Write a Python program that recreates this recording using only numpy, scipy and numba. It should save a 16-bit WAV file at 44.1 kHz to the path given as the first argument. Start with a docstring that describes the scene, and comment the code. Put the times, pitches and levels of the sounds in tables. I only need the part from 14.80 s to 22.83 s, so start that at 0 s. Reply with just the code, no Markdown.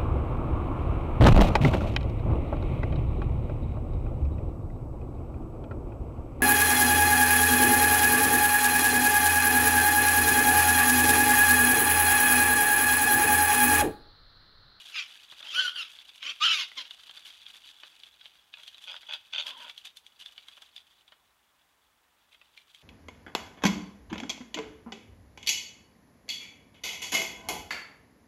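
"""Two wild boars jostle on a muddy forest floor at night, heard from a few metres.
Short squeals and two long screams come first: a high whistle torn by slower beats of the vocal folds.
Rattling grunts of chest and snout follow, with one last faint squeal among them.
Hooves crunch and leaf litter crackles throughout, sink to a lull, then stir again near the end.
Trunks scatter echoes of it all over a faint, even night hiss of filtered noise."""
import sys
import numpy as np
from scipy import signal
from scipy.fft import rfft, irfft
from scipy.io import wavfile
from scipy.ndimage import uniform_filter1d
from numba import njit

SR = 44100
rng = np.random.default_rng(int(sys.argv[2]) if len(sys.argv) > 2 else 0)


def dump_mix(stems):
    """Bounce the given channels to the path in sys.argv[1] as a 16-bit WAV at rate SR."""
    frames = np.atleast_2d(stems).T  # one column per channel
    limited = np.clip(frames, -1, 1)  # hard clip at full scale
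    pcm = np.round(limited * 32767).astype(np.int16)
    wavfile.write(sys.argv[1], SR, pcm)


N = 353946
TIME = np.arange(N) / SR

# All levels are relative: filters and mixing gains act on them later.
# long screams, one list each: time_s, overtone_db, whistle_db, harsh_top_db (re overtones),
# low_voice_db, air_db, mouth_hz
SCREAM_EFFORT = [
    [(0.655, -50, -60, -10.5, -67, -76, 3140), (0.673, -41, -54, -15, -67, -79, 3150),
     (0.719, -37.5, -59, -11, -69, -69, 3140), (0.741, -36, -47, -5, -62.5, -55, 3100),
     (0.757, -29, -38.5, -11, -65, -52, 3120), (0.777, -29, -35.5, -10.5, -54.5, -53, 3230),
     (0.793, -21, -27.5, -16.5, -61, -59, 3130), (0.815, -27, -35, -11.5, -57, -58, 3190),
     (0.855, -36.5, -28.5, -4, -63, -52.5, 3400), (0.883, -28.5, -41, -17, -65, -58, 3170),
     (0.93, -46, -57, -13.5, -76, -70.5, 3220)],
    [(1.598, -54.5, -70.5, -11, -79, -71.5, 3090), (1.606, -41.5, -42, -6, -74, -69, 3000),
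     (1.62, -29.5, -25.5, -9.5, -72, -62, 3060), (1.64, -20, -32, -10, -63.5, -55, 3070),
     (1.674, -21, -31, -13, -67, -55, 3190), (1.7, -27, -38.5, -10.5, -65.5, -59, 3070),
     (1.714, -17, -35, -15.5, -67.5, -53.5, 3060), (1.744, -27, -39.5, -7, -62, -51, 3110),
     (1.766, -31, -45.5, -8, -61.5, -53.5, 2980), (1.81, -29, -43.5, -7, -65, -54.5, 3150),
     (1.875, -45.5, -63.5, -10, -86, -83, 3070)],
]
# arch of the whistle over each scream: time_s, pitch_hz
SCREAM_WHISTLE = [
    [(.65, 852.4), (.71, 1045), (.745, 1336), (.785, 1495), (.812, 1547), (.87, 1416), (.92, 1340)],
    [(1.6, 1162), (1.63, 1247), (1.655, 1425), (1.69, 1307), (1.72, 1336), (1.77, 1190), (1.85, 898.5)],
]
# shorter squeals: start_s, attack_s, hold_s, release_s, overtone_db, whistle_db,
# harsh_top_db (re overtones), low_voice_db, air_db, first_pitch_hz, glide_octaves_per_s, mouth_hz
SHORT_SQUEALS = [(0.121, .036, .05, 0.056, -32.5, -48, -9, -75.5, -61, 1377, -3, 2750),
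                 (.94, .02, .055, .085, -34.5, -47.5, -11, -66.5, -57.5, 1569, -3, 3130),
                 (1.405, 0.053, 0.05, .03, -35, -49, -10.5, -62.5, -69, 1026, 2, 2850),
                 (1.955, .022, .015, .085, -36.5, -48, -8, -59.5, -66, 1103, -2, 3150),
                 (4.626, .03, 0.21, 0.035, -50, -52.5, -28, -70, -87, 1043, -0.5, 3214)]
# throat resonances beside that of the mouth: centre_hz, width_hz, level_db
THROAT_MODES = [(2540, 1000, -20), (3880, 1100, -11)]
# spectrum of the highest throat resonances: frequency_hz, level_db
THROAT_TREBLE = [(2000, -60), (3800, -16), (4450, 1), (4900, -1), (5800, -6), (7200, -10.5), (8000, -21),
                 (10500, -28), (12300, -30), (13500, -44)]
# grunts: start_s, hold_s, rasp_db, chest_db
GRUNT_CALLS = [(3.02, 0.024, -63, -63), (3.764, 0.026, -53.5, -61), (4.066, 0.042, -41, -53.5),
               (4.128, 0.013, -50, -50), (4.283, 0.059, -39, -49), (4.524, 0.035, -34, -47.5),
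               (4.574, 0.026, -31.5, -47), (4.651, .05, -46.5, -55), (4.791, 0.085, -50, -55.5)]
# resonances of a grunt in chest and snout: centre_hz, width_hz, level_db
CHEST_MODES = [(293.4, 159, -26), (611, 79, -9.5), (904, 150, -4.5), (1504, 140, -1.5), (1760, 390, -3)]
SNOUT_MODES = [(2120, 140, -7.5), (2570, 122, 3), (2980, 150, 4), (3380, 160, 10), (3996, 97, -12.5),
               (4636, 100, -4.5), (6200, 330, -14)]
# hoof falls, snaps and one sharp click inside a short squeal (at 1.43 s):
# time_s, level_db, crisp_db and thud_db (both re level_db), note_hz
STEPS_AND_CLICKS = [(.0114, -41, -7, -29, 2870), (.522, -38.5, -32, -0.5, 3710),
                    (.6031, -43, -26, 2.5, 3460), (.628, -32.5, -36, -9.5, 3470),
                    (.6718, -33, -20.5, -22, 2990), (1.1884, -39.5, -31, -14, 3560),
                    (1.292, -38, -23, -42, 3450), (1.3585, -41, -5.5, -28, 3534),
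                    (1.4282, -28, -37, -14, 3300), (1.9171, -37.5, -31, -7.5, 2020),
                    (2.1089, -31, -31, -20, 2995), (2.2949, -34.5, -22, -8, 3220),
                    (2.372, -35, -28, -10.5, 3500), (2.5034, -35.5, -20, -17, 3250),
                    (2.665, -35.5, -28, -23, 3290), (3.034, -35, -40, -7, 3020),
                    (3.235, -35.5, -19, -20, 3350), (3.4119, -38.5, -27, -28, 3340),
                    (3.457, -34, -33, -14, 3130), (3.7392, -32.5, -34, -22, 2540),
                    (3.834, -36.5, -11, -18, 3240), (3.8781, -30.5, -14.5, -47, 3200),
                    (3.945, -39, -30, -15, 3800), (4.0407, -37.5, -9, -22, 3370),
                    (4.1647, -29.5, -42, -16, 3240), (4.2308, -40, -20, -6, 3250),
                    (4.3371, -23.5, -16.5, -30, 3340), (4.6678, -25.5, -14, -20, 3260),
                    (4.707, -29, -31, -19, 3430), (4.897, -29.5, -16, -13, 3360),
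                    (4.978, -34.5, -11.5, -27, 3330), (5.0717, -34.5, -29, -34, 3670),
                    (5.1704, -35, -6, -31, 3550), (5.2655, -39, -10.5, -38, 3350),
                    (5.4013, -40.5, -9, -37, 3120), (5.46, -30.5, -17.5, -24, 3460),
                    (5.5794, -35.5, -29, -15.5, 2956), (5.684, -36.5, -11.5, -10, 3300),
                    (5.775, -45.5, -9, 0.5, 3270), (5.8208, -37, -9, -8.5, 3410),
                    (5.9633, -33.5, -13.5, -34, 3540), (5.9793, -40, -30, -28, 3410),
                    (6.2794, -45.5, -18, -12, 3430), (6.3213, -43.5, -37.5, -1, 2980),
                    (7.5464, -44, -28, -13, 3280), (7.6148, -44.5, -29, -8, 2660),
                    (7.7756, -37, -17.5, -30, 2380), (7.9473, -41.5, -7.5, -36, 3280)]
# rustle of the litter as the animals move and come to rest: time_s, level_db
LITTER_LEVEL = [(0, -49), (.45, -53.5), (.7, -48.5), (1.2, -55), (1.9, -50.5), (2.12, -52.5), (2.7, -52.5),
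                (3.68, -61), (3.8, -56), (4.05, -52.5), (4.5, -62.5), (4.88, -51), (5.2, -69.5),
                (5.55, -56.5), (6.05, -64.5), (6.5, -75.5), (7.35, -77), (8.02, -60.5)]
# legs dragged through the leaves: peak_s, level_db
LEAF_SCUFFS = [(0, -41), (2.491, -47.5), (4.68, -39.5), (5.059, -45.5), (5.427, -47.5), (7.53, -58.5)]
# spectra of breaking litter, its crisp treble, the thud and the night: frequency_hz, level_db (per Hz)
CRUNCH_SPECTRUM = [(410, -52), (700, -13), (1200, -36.5), (1370, -18.5), (1660, -10), (1860, -12),
                   (3330, 5.5), (3650, 4.5), (4300, -6.5), (4610, -4.5), (5270, -14.5), (6730, -30),
                   (8000, -37), (10400, -61), (17600, -120)]
CRISP_SPECTRUM = [(4000, -16), (6000, 2), (8000, -3.5), (12000, -3.5), (13500, -16), (16000, -23.5)]
THUD_SPECTRUM = [(30, -45.5), (110, -16), (220, -11), (550, -7.5), (1000, 0.5), (1600, 4.5), (2500, -9.5),
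                 (4000, -38.5)]
NIGHT_SPECTRUM = [(15, -49.5), (25, -21), (59, -2), (119, -12), (215, -10.5), (253, -10), (313, -10),
                  (389, -11), (495, -11), (722, -7.5), (804, -5), (1020, -5), (2010, -9), (4750, -18),
                  (15500, -20)]
# voice echoes from the ground and the nearest trunks: delay_s, level_db
FIRST_ECHOES = [(.0032, -26.5), (0.0116, -13), (0.019, -21)]

SWELL_DB = 20  # rise or fall within one attack or release
# the folds beat faster with effort
EASY_DB, FOLD_HZ, FOLD_OCTAVES_PER_DB = -35, 290, .011
# a harsher voice blurs the mouth resonance
HARSH_DB, MOUTH_WIDTH_HZ, WIDENING = -9, 760, 2.1
# a whistle this high against the overtones turns pure; a hoarse one must stand higher
PURE_ABOVE_DB, PURE_RANGE_DB, HOARSE_LOSS_DB = -13.5, 3, 5.5
# below this effort the voice turns hoarse: unsteady in pitch and level
FIRM_DB, FIRM_RANGE_DB = -37, 3
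HOARSE_WAVER, HOARSE_CHOP_DB = .05, 3.5
# phase slip of the overtones: always, and more in a harsh voice
SLIP_RADIANS, HARSH_SLIP_RADIANS = .45, .3
AIR_HZ, AIR_WIDTH_HZ = 9870, 4200  # hiss of air through the teeth
GRUNT_ATTACK_S, GRUNT_RELEASE_S = 0.0095, 0.031
JAW_OCTAVES, JAW_RATE_HZ = 0.05, 150  # flapping flesh shakes the grunt resonances
TWIG_HZ, TWIG_SCATTER = 3200, 0.16  # note of what breaks under a lighter step
# lighter steps: level over the rustle, treble and thud against the step, random scatter
LIGHT_STEP_DB, LIGHT_CRISP_DB, LIGHT_THUD_DB, LIGHT_SCATTER_DB = 6.5, -12.5, -13.5, 4.5
LITTER_CRISP_DB = -12
SCUFF_ATTACK_S, SCUFF_RELEASE_S, SCUFF_CRISP_DB = 0.063, 0.039, -11
NIGHT_DB = -70
TOP_HZ = 15750


def squeals():
    """Amplitude modulation: slow folds split each whistle overtone into sidebands that ring the throat."""
    overtone_db, whistle_db, top_db, low_db, air_db, mouth_hz, pitch = effort()
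    strain_db = np.maximum(overtone_db - EASY_DB, -SWELL_DB)
    fold_hz = FOLD_HZ * 2 ** (FOLD_OCTAVES_PER_DB * strain_db)
    mouth_width = np.clip(MOUTH_WIDTH_HZ * undb(WIDENING * (top_db - HARSH_DB)), 180, 1400)
    hoarse = .5 + .5 * np.tanh((FIRM_DB - overtone_db) / (2 * FIRM_RANGE_DB))
    purity_db = whistle_db - overtone_db - PURE_ABOVE_DB - HOARSE_LOSS_DB * hoarse
    pure = .5 + .5 * np.tanh(purity_db / (2 * PURE_RANGE_DB))
    rasp, fold_phase = folds(fold_hz, jitter=.03 + .07 * hoarse, shimmer_db=3, air=1.2, open_share=.6)
    # the harsher the voice, the more its overtones slip apart
    slip = SLIP_RADIANS + HARSH_SLIP_RADIANS * np.clip(.5 + (top_db - HARSH_DB) / 10, 0, 1)
    waver = .012 * walk(130) + HOARSE_WAVER * hoarse * walk(220)
    phase = 2 * np.pi * np.cumsum(pitch * (1 + waver)) / SR

    def partial(k, side):
        """Superposition: overtone k, or one of its sidebands, swells and slips on its own."""
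        gain = undb(4.5 * walk(75) - 3 * abs(side))
        return gain * np.sin(k * phase + side * fold_phase + slip * k ** .5 * walk(170))

    overtones = unit(sum(partial(k, side) for k in range(1, 8) for side in (-1, 0, 1)))
    source = overtones + .35 * rasp
    # air forced past the folds roughens the top most
    torn = source + .55 * noise() * undb(2 * np.sin(fold_phase))
    mouth = steady(resonate(source, mouth_hz, mouth_width))
    sides = sum(undb(db) * steady(resonate(source, hz, width)) for hz, width, db in THROAT_MODES)
    snout_band = signal.butter(4, [1850, 4150], "band", fs=SR, output="sos")
    snout = signal.sosfilt(snout_band, mouth + sides)
    harsh_top = undb(top_db - 1.5) * steady(colour(torn, THROAT_TREBLE))
    throat = undb(-0.2) * steady(snout) + harsh_top
    # the whistle crossfades between a pure tone and a rough band
    tone = unit(np.sin(phase + 0.053 * np.sin(fold_phase)) * undb(1.5 * walk(100)))
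    rough = steady(resonate(source + 1.8 * rasp, 1470, 420))
    whistle = np.sqrt(pure) * tone + np.sqrt(1 - pure) * rough
    fold_tone = unit(np.sin(fold_phase) * undb(2.8 * walk(70)))
    low = 0.53 * fold_tone + 0.94 * steady(resonate(rasp, 550, 300))
    air = steady(resonate(torn, AIR_HZ, AIR_WIDTH_HZ))
    chop = undb(HOARSE_CHOP_DB * hoarse * (walk(110) - 0.9))
    voice = undb(whistle_db) * whistle + undb(overtone_db + 1.1 * walk(120)) * throat + undb(air_db) * air
    return chop * voice + undb(low_db) * low


def effort():
    """Control of phonation: screams follow curves; a shorter squeal swells, holds and fades on one glide."""
    rows = np.array(SHORT_SQUEALS)
    current = np.maximum(np.searchsorted(rows[:, 0] - .01, TIME) - 1, 0)
    start, attack, hold, release, *levels = rows[current].T
    overtone_db, whistle_db, top_db, low_db, air_db, hz, glide, mouth_hz = levels
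    age = TIME - start
    fade = swell(age, attack, hold, release)
    pitch = hz * 2 ** (glide * np.clip(age, 0, attack + hold + release))
    squeal_controls = (overtone_db + fade, whistle_db + fade, top_db,
                       low_db + fade, air_db + fade, mouth_hz, pitch)
    screaming, *scream_controls = phrase(SCREAM_EFFORT)
    scream_controls += curves([row for scream in SCREAM_WHISTLE for row in scream])
    return [screaming * a + (1 - screaming) * b for a, b in zip(scream_controls, squeal_controls)]


def grunts():
    """Source and filter: slack folds rattle slowly and unevenly through chest and snout."""
    rasp, chest = np.zeros((2, N))
    for s, hold, rasp_db, chest_db in GRUNT_CALLS:
        push = undb(swell(TIME - s, GRUNT_ATTACK_S, hold, GRUNT_RELEASE_S))
        rasp += undb(rasp_db) * push
        chest += undb(chest_db) * push
    rattle, _ = folds(165, jitter=.22, shimmer_db=3, air=.7, open_share=.22)
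    return rasp * tract(rattle, SNOUT_MODES) + chest * tract(rattle, CHEST_MODES)


def folds(hz, jitter, shimmer_db, air, open_share):
    """Relaxation oscillation: uneven fold closures, each with a puff of air; also their phase."""
    turns = np.cumsum(hz * np.exp(jitter * walk(250))) / SR
    cycle = turns.astype(int)
    pulses = unit(np.diff(cycle, prepend=0) * 1.)
    puffs = unit(np.exp(-(turns % 1) / open_share) * noise())
    shimmer = undb(shimmer_db * noise()[cycle])
    return (pulses + air * puffs) * shimmer, 2 * np.pi * turns


def tract(x, modes):
    """Parallel resonance: several modes side by side, each shaken on its own."""
    total = 0
    for hz, width, db in modes:
        shaken_hz = hz * 2 ** (JAW_OCTAVES * walk(JAW_RATE_HZ))
        total = total + undb(db) * unit(resonate(x, shaken_hz, width))
    return steady(total)


def steps_and_clicks(crack_s=0.0017, crumble_s=0.015, crumble_db=-11, press_s=0.0063, thud_s=0.0083,
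                     ring_s=0.0065, size=5000, order=700):
    """Brittle fracture: each hoof fall, snap or click presses, cracks, crumbles and rings at its own note."""
    crunch, crisp, thud, twigs = np.zeros((4, N + 2 * size))
    t = (np.arange(size) - order) / SR  # order = samples of pressing ahead of the crack
    after, age = t >= 0, np.abs(t)
    crumbs = crackle(3000, 3.2)
    for s, level_db, crisp_db, thud_db, hz in list(STEPS_AND_CLICKS) + light_steps():
        at = max(int(s * SR) - order, 0) + np.arange(size)
        grit, mud = rng.standard_normal((2, size))
        modes = hz * np.exp(np.array([.01, .15, .3]) * rng.standard_normal(3))
        ring = np.array([1, .5, .4]) @ np.sin(2 * np.pi * modes[:, None] * t)
        loose = undb(crumble_db) * crumbs[at % N] * np.exp(-age / np.where(after, crumble_s, press_s))
        burst = grit * after * np.exp(-age / crack_s) + loose
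        crunch[at] += undb(level_db) * burst
        twigs[at] += undb(level_db) * ring * after * np.exp(-age / ring_s)
        crisp[at] += undb(level_db + crisp_db) * burst
        # roots under the mud add a hollow knock
        knock_hz = 660 * np.exp(.12 * rng.standard_normal())
        knock = np.sin(2 * np.pi * knock_hz * t) * np.exp(-age / .009)
        thump = 0.93 * mud * np.exp(-age / thud_s) + 0.14 * knock
        thud[at] += undb(level_db + thud_db) * after * thump
    breaking = undb(-6.5) * colour(crunch[:N], CRUNCH_SPECTRUM)
    breaking += undb(-6.0) * colour(crisp[:N], CRISP_SPECTRUM)
    breaking += undb(-6) * resonate(twigs[:N], 2600, 4500)
    return breaking + undb(-7.5) * colour(thud[:N], THUD_SPECTRUM)


def light_steps(count=36):
    """Scattered impacts: small steps at random moments, their strength tied to the litter's rustle."""
    times = (np.arange(count) + rng.random(count)) * TIME[-1] / count
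    level_db = np.interp(times, *np.transpose(LITTER_LEVEL)) + LIGHT_STEP_DB
    scatter = LIGHT_SCATTER_DB * rng.uniform(-1, 1, (count, 3))
    notes = TWIG_HZ * np.exp(TWIG_SCATTER * rng.standard_normal(count))
    return [(s, db + a, LIGHT_CRISP_DB + 2 * b, LIGHT_THUD_DB + 2 * c, hz)
            for s, db, (a, b, c), hz in zip(times, level_db, scatter, notes)]


def litter():
    """Crackling noise: leaves and wet soil break in quick fits as the animals shove; stalks ring briefly."""
    rustle, crisp = stirring()
    fits = unit(undb(4 * np.minimum(walk(55), 1.2)))
    leaves = crackle(1300, 3.6) * fits
    dry_tips = crackle(900, 3.2) * fits
    stalk_notes = np.geomspace(1400, 4600, num=9)
    stalks = unit(sum(resonate(crackle(60, 3), hz, 170) for hz in stalk_notes))
    body = 0.93 * colour(leaves, CRUNCH_SPECTRUM) + 0.89 * unit(colour(stalks * fits, CRUNCH_SPECTRUM))
    soil = undb(-12.5) * colour(crackle(1500, 2.7) * fits, THUD_SPECTRUM)
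    treble = colour(.6 * leaves + 0.65 * dry_tips, CRISP_SPECTRUM)
    return rustle * undb(-3.5) * (body + soil) + crisp * undb(-1.5) * treble


def stirring():
    """Addition of powers: shuffling and scuffs set the levels of the rustle and its crisp treble."""
    shuffle = undb(curves(LITTER_LEVEL)[0])
    scuff = 0
    for s, db in LEAF_SCUFFS:
        age = TIME - s + SCUFF_ATTACK_S
        scuff = scuff + undb(db + swell(age, SCUFF_ATTACK_S, 0, SCUFF_RELEASE_S))
    crisp = np.hypot(undb(LITTER_CRISP_DB) * shuffle, undb(SCUFF_CRISP_DB) * scuff)
    return np.hypot(shuffle, scuff), crisp


def crackle(rate, spread_db):
    """Poisson impulses: random tiny fractures, rate a second, most weak and a few strong."""
    sizes = undb(spread_db * np.minimum(rng.exponential(size=N), 4))
    return unit((rng.random(N) < rate / SR) * sizes * np.sign(noise()))


def bounce(x):
    """Comb interference: a voice and its first echoes comb the gliding overtones."""
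    return x + sum(undb(db) * np.interp(TIME - s, TIME, x, left=0) for s, db in FIRST_ECHOES)


def forest(x, t60=0.39, wet_db=-17):
    """Multiple scattering: trunks return a thin tail of echoes that falls 60 dB in t60 seconds."""
    tail = crackle(2500, 2.7) * np.exp(-np.log(1000) * TIME / t60) * (TIME > .012)
    tail = tail[:SR] / np.linalg.norm(tail)
    return x + undb(wet_db) * signal.fftconvolve(x, tail)[:N]


def night_hiss():
    """Stationary noise: a faint, even hiss with a fixed spectrum."""
    return undb(NIGHT_DB) * colour(noise(), NIGHT_SPECTRUM)


def undb(db):
    """Logarithmic level: decibels to an amplitude ratio."""
    return 10 ** (np.asarray(db) / 20)


def unit(x):
    """Normalisation of power: scale to an RMS of 1."""
    return x / np.sqrt(np.mean(x ** 2) + 1e-20)


def noise():
    """White noise: independent Gaussian samples."""
    return rng.standard_normal(N)


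def curves(rows):
    """Linear interpolation: the columns of a table as one value per sample."""
    rows = np.array(sorted(map(tuple, rows)))
    return [np.interp(TIME, rows[:, 0], c) for c in rows[:, 1:].T]


def phrase(calls):
    """Gating: a soft gate that is open during the calls, then their smoothed columns."""
    gate = np.max([(TIME > c[0][0] - .012) & (TIME < c[-1][0] + .012) for c in calls], axis=0)
    columns = [gate * 1.] + curves([row for c in calls for row in c])
    return [uniform_filter1d(c, size=200) for c in columns]


def swell(age, attack, hold, release):
    """Exponential envelope: attack, hold and release in dB, each slope covering SWELL_DB in its time."""
    rise = np.maximum(1 - age / attack, 0)
    fall = np.maximum((age - attack - hold) / release, 0)
    return -SWELL_DB * np.minimum(rise + fall, 5)


def walk(rate):
    """Band-limited chance: smooth drift with about rate turns a second and an RMS of 1."""
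    return unit(np.interp(TIME * rate, np.arange(N // 50), rng.standard_normal(N // 50)))


def steady(x, size=900):
    """Level control: hold the short-term RMS near 1, so that later gains set the loudness."""
    return x / np.sqrt(np.abs(uniform_filter1d(x ** 2, size)) + 1e-12)


def colour(x, points):
    """Minimum-phase filtering: a causal (Hz, dB) spectrum of unit power gain."""
    hz, db = np.transpose(points)
    size = 4096
    bins_hz = np.arange(size // 2 + 1) * SR / size
    log_gain = np.log(undb(np.interp(np.log(bins_hz + 1), np.log(hz), db)))
    # folding the cepstrum onto positive times makes the filter causal
    cepstrum = irfft(log_gain)[:size // 2]
    cepstrum[0] = 0
    response = irfft(np.exp(rfft(2 * cepstrum, size)))
    return signal.oaconvolve(x, response / np.linalg.norm(response))[:N]


@njit
def band(x, hz, width):
    """State-variable resonance: a band-pass whose centre and width may move."""
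    y, b, l = np.empty(len(x)), 0., 0.
    for i in range(len(x)):
        g, k = np.tan(np.pi * hz[i] / SR), width[i] / hz[i]
        v = (b + g * (x[i] + 1e-18 - l)) / (1 + g * (g + k))
        b, l, y[i] = 2 * v - b, l + 2 * g * v, k * v
    return y


def resonate(x, hz, width):
    """Cascaded resonance: two equal band-passes give steep skirts."""
    hz = np.full(N, hz, float)
    width = np.full(N, width * np.pi / 2, float)  # offsets the narrowing by the cascade
    return band(band(x, hz, width), hz, width)


def scene():
    """Superposition: voices with first echoes, steps and litter among the trunks, over the night."""
    voices = bounce(squeals() + grunts())
    animals = voices + steps_and_clicks() + litter()
    return (forest(animals) + night_hiss())[None]


def record(dry):
    """Band limitation: a steep elliptic low-pass cuts the top."""
    return signal.sosfilt(signal.ellip(10, .2, 70, TOP_HZ, fs=SR, output="sos"), dry)


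dry = scene()
out = record(dry)
dump_mix(out)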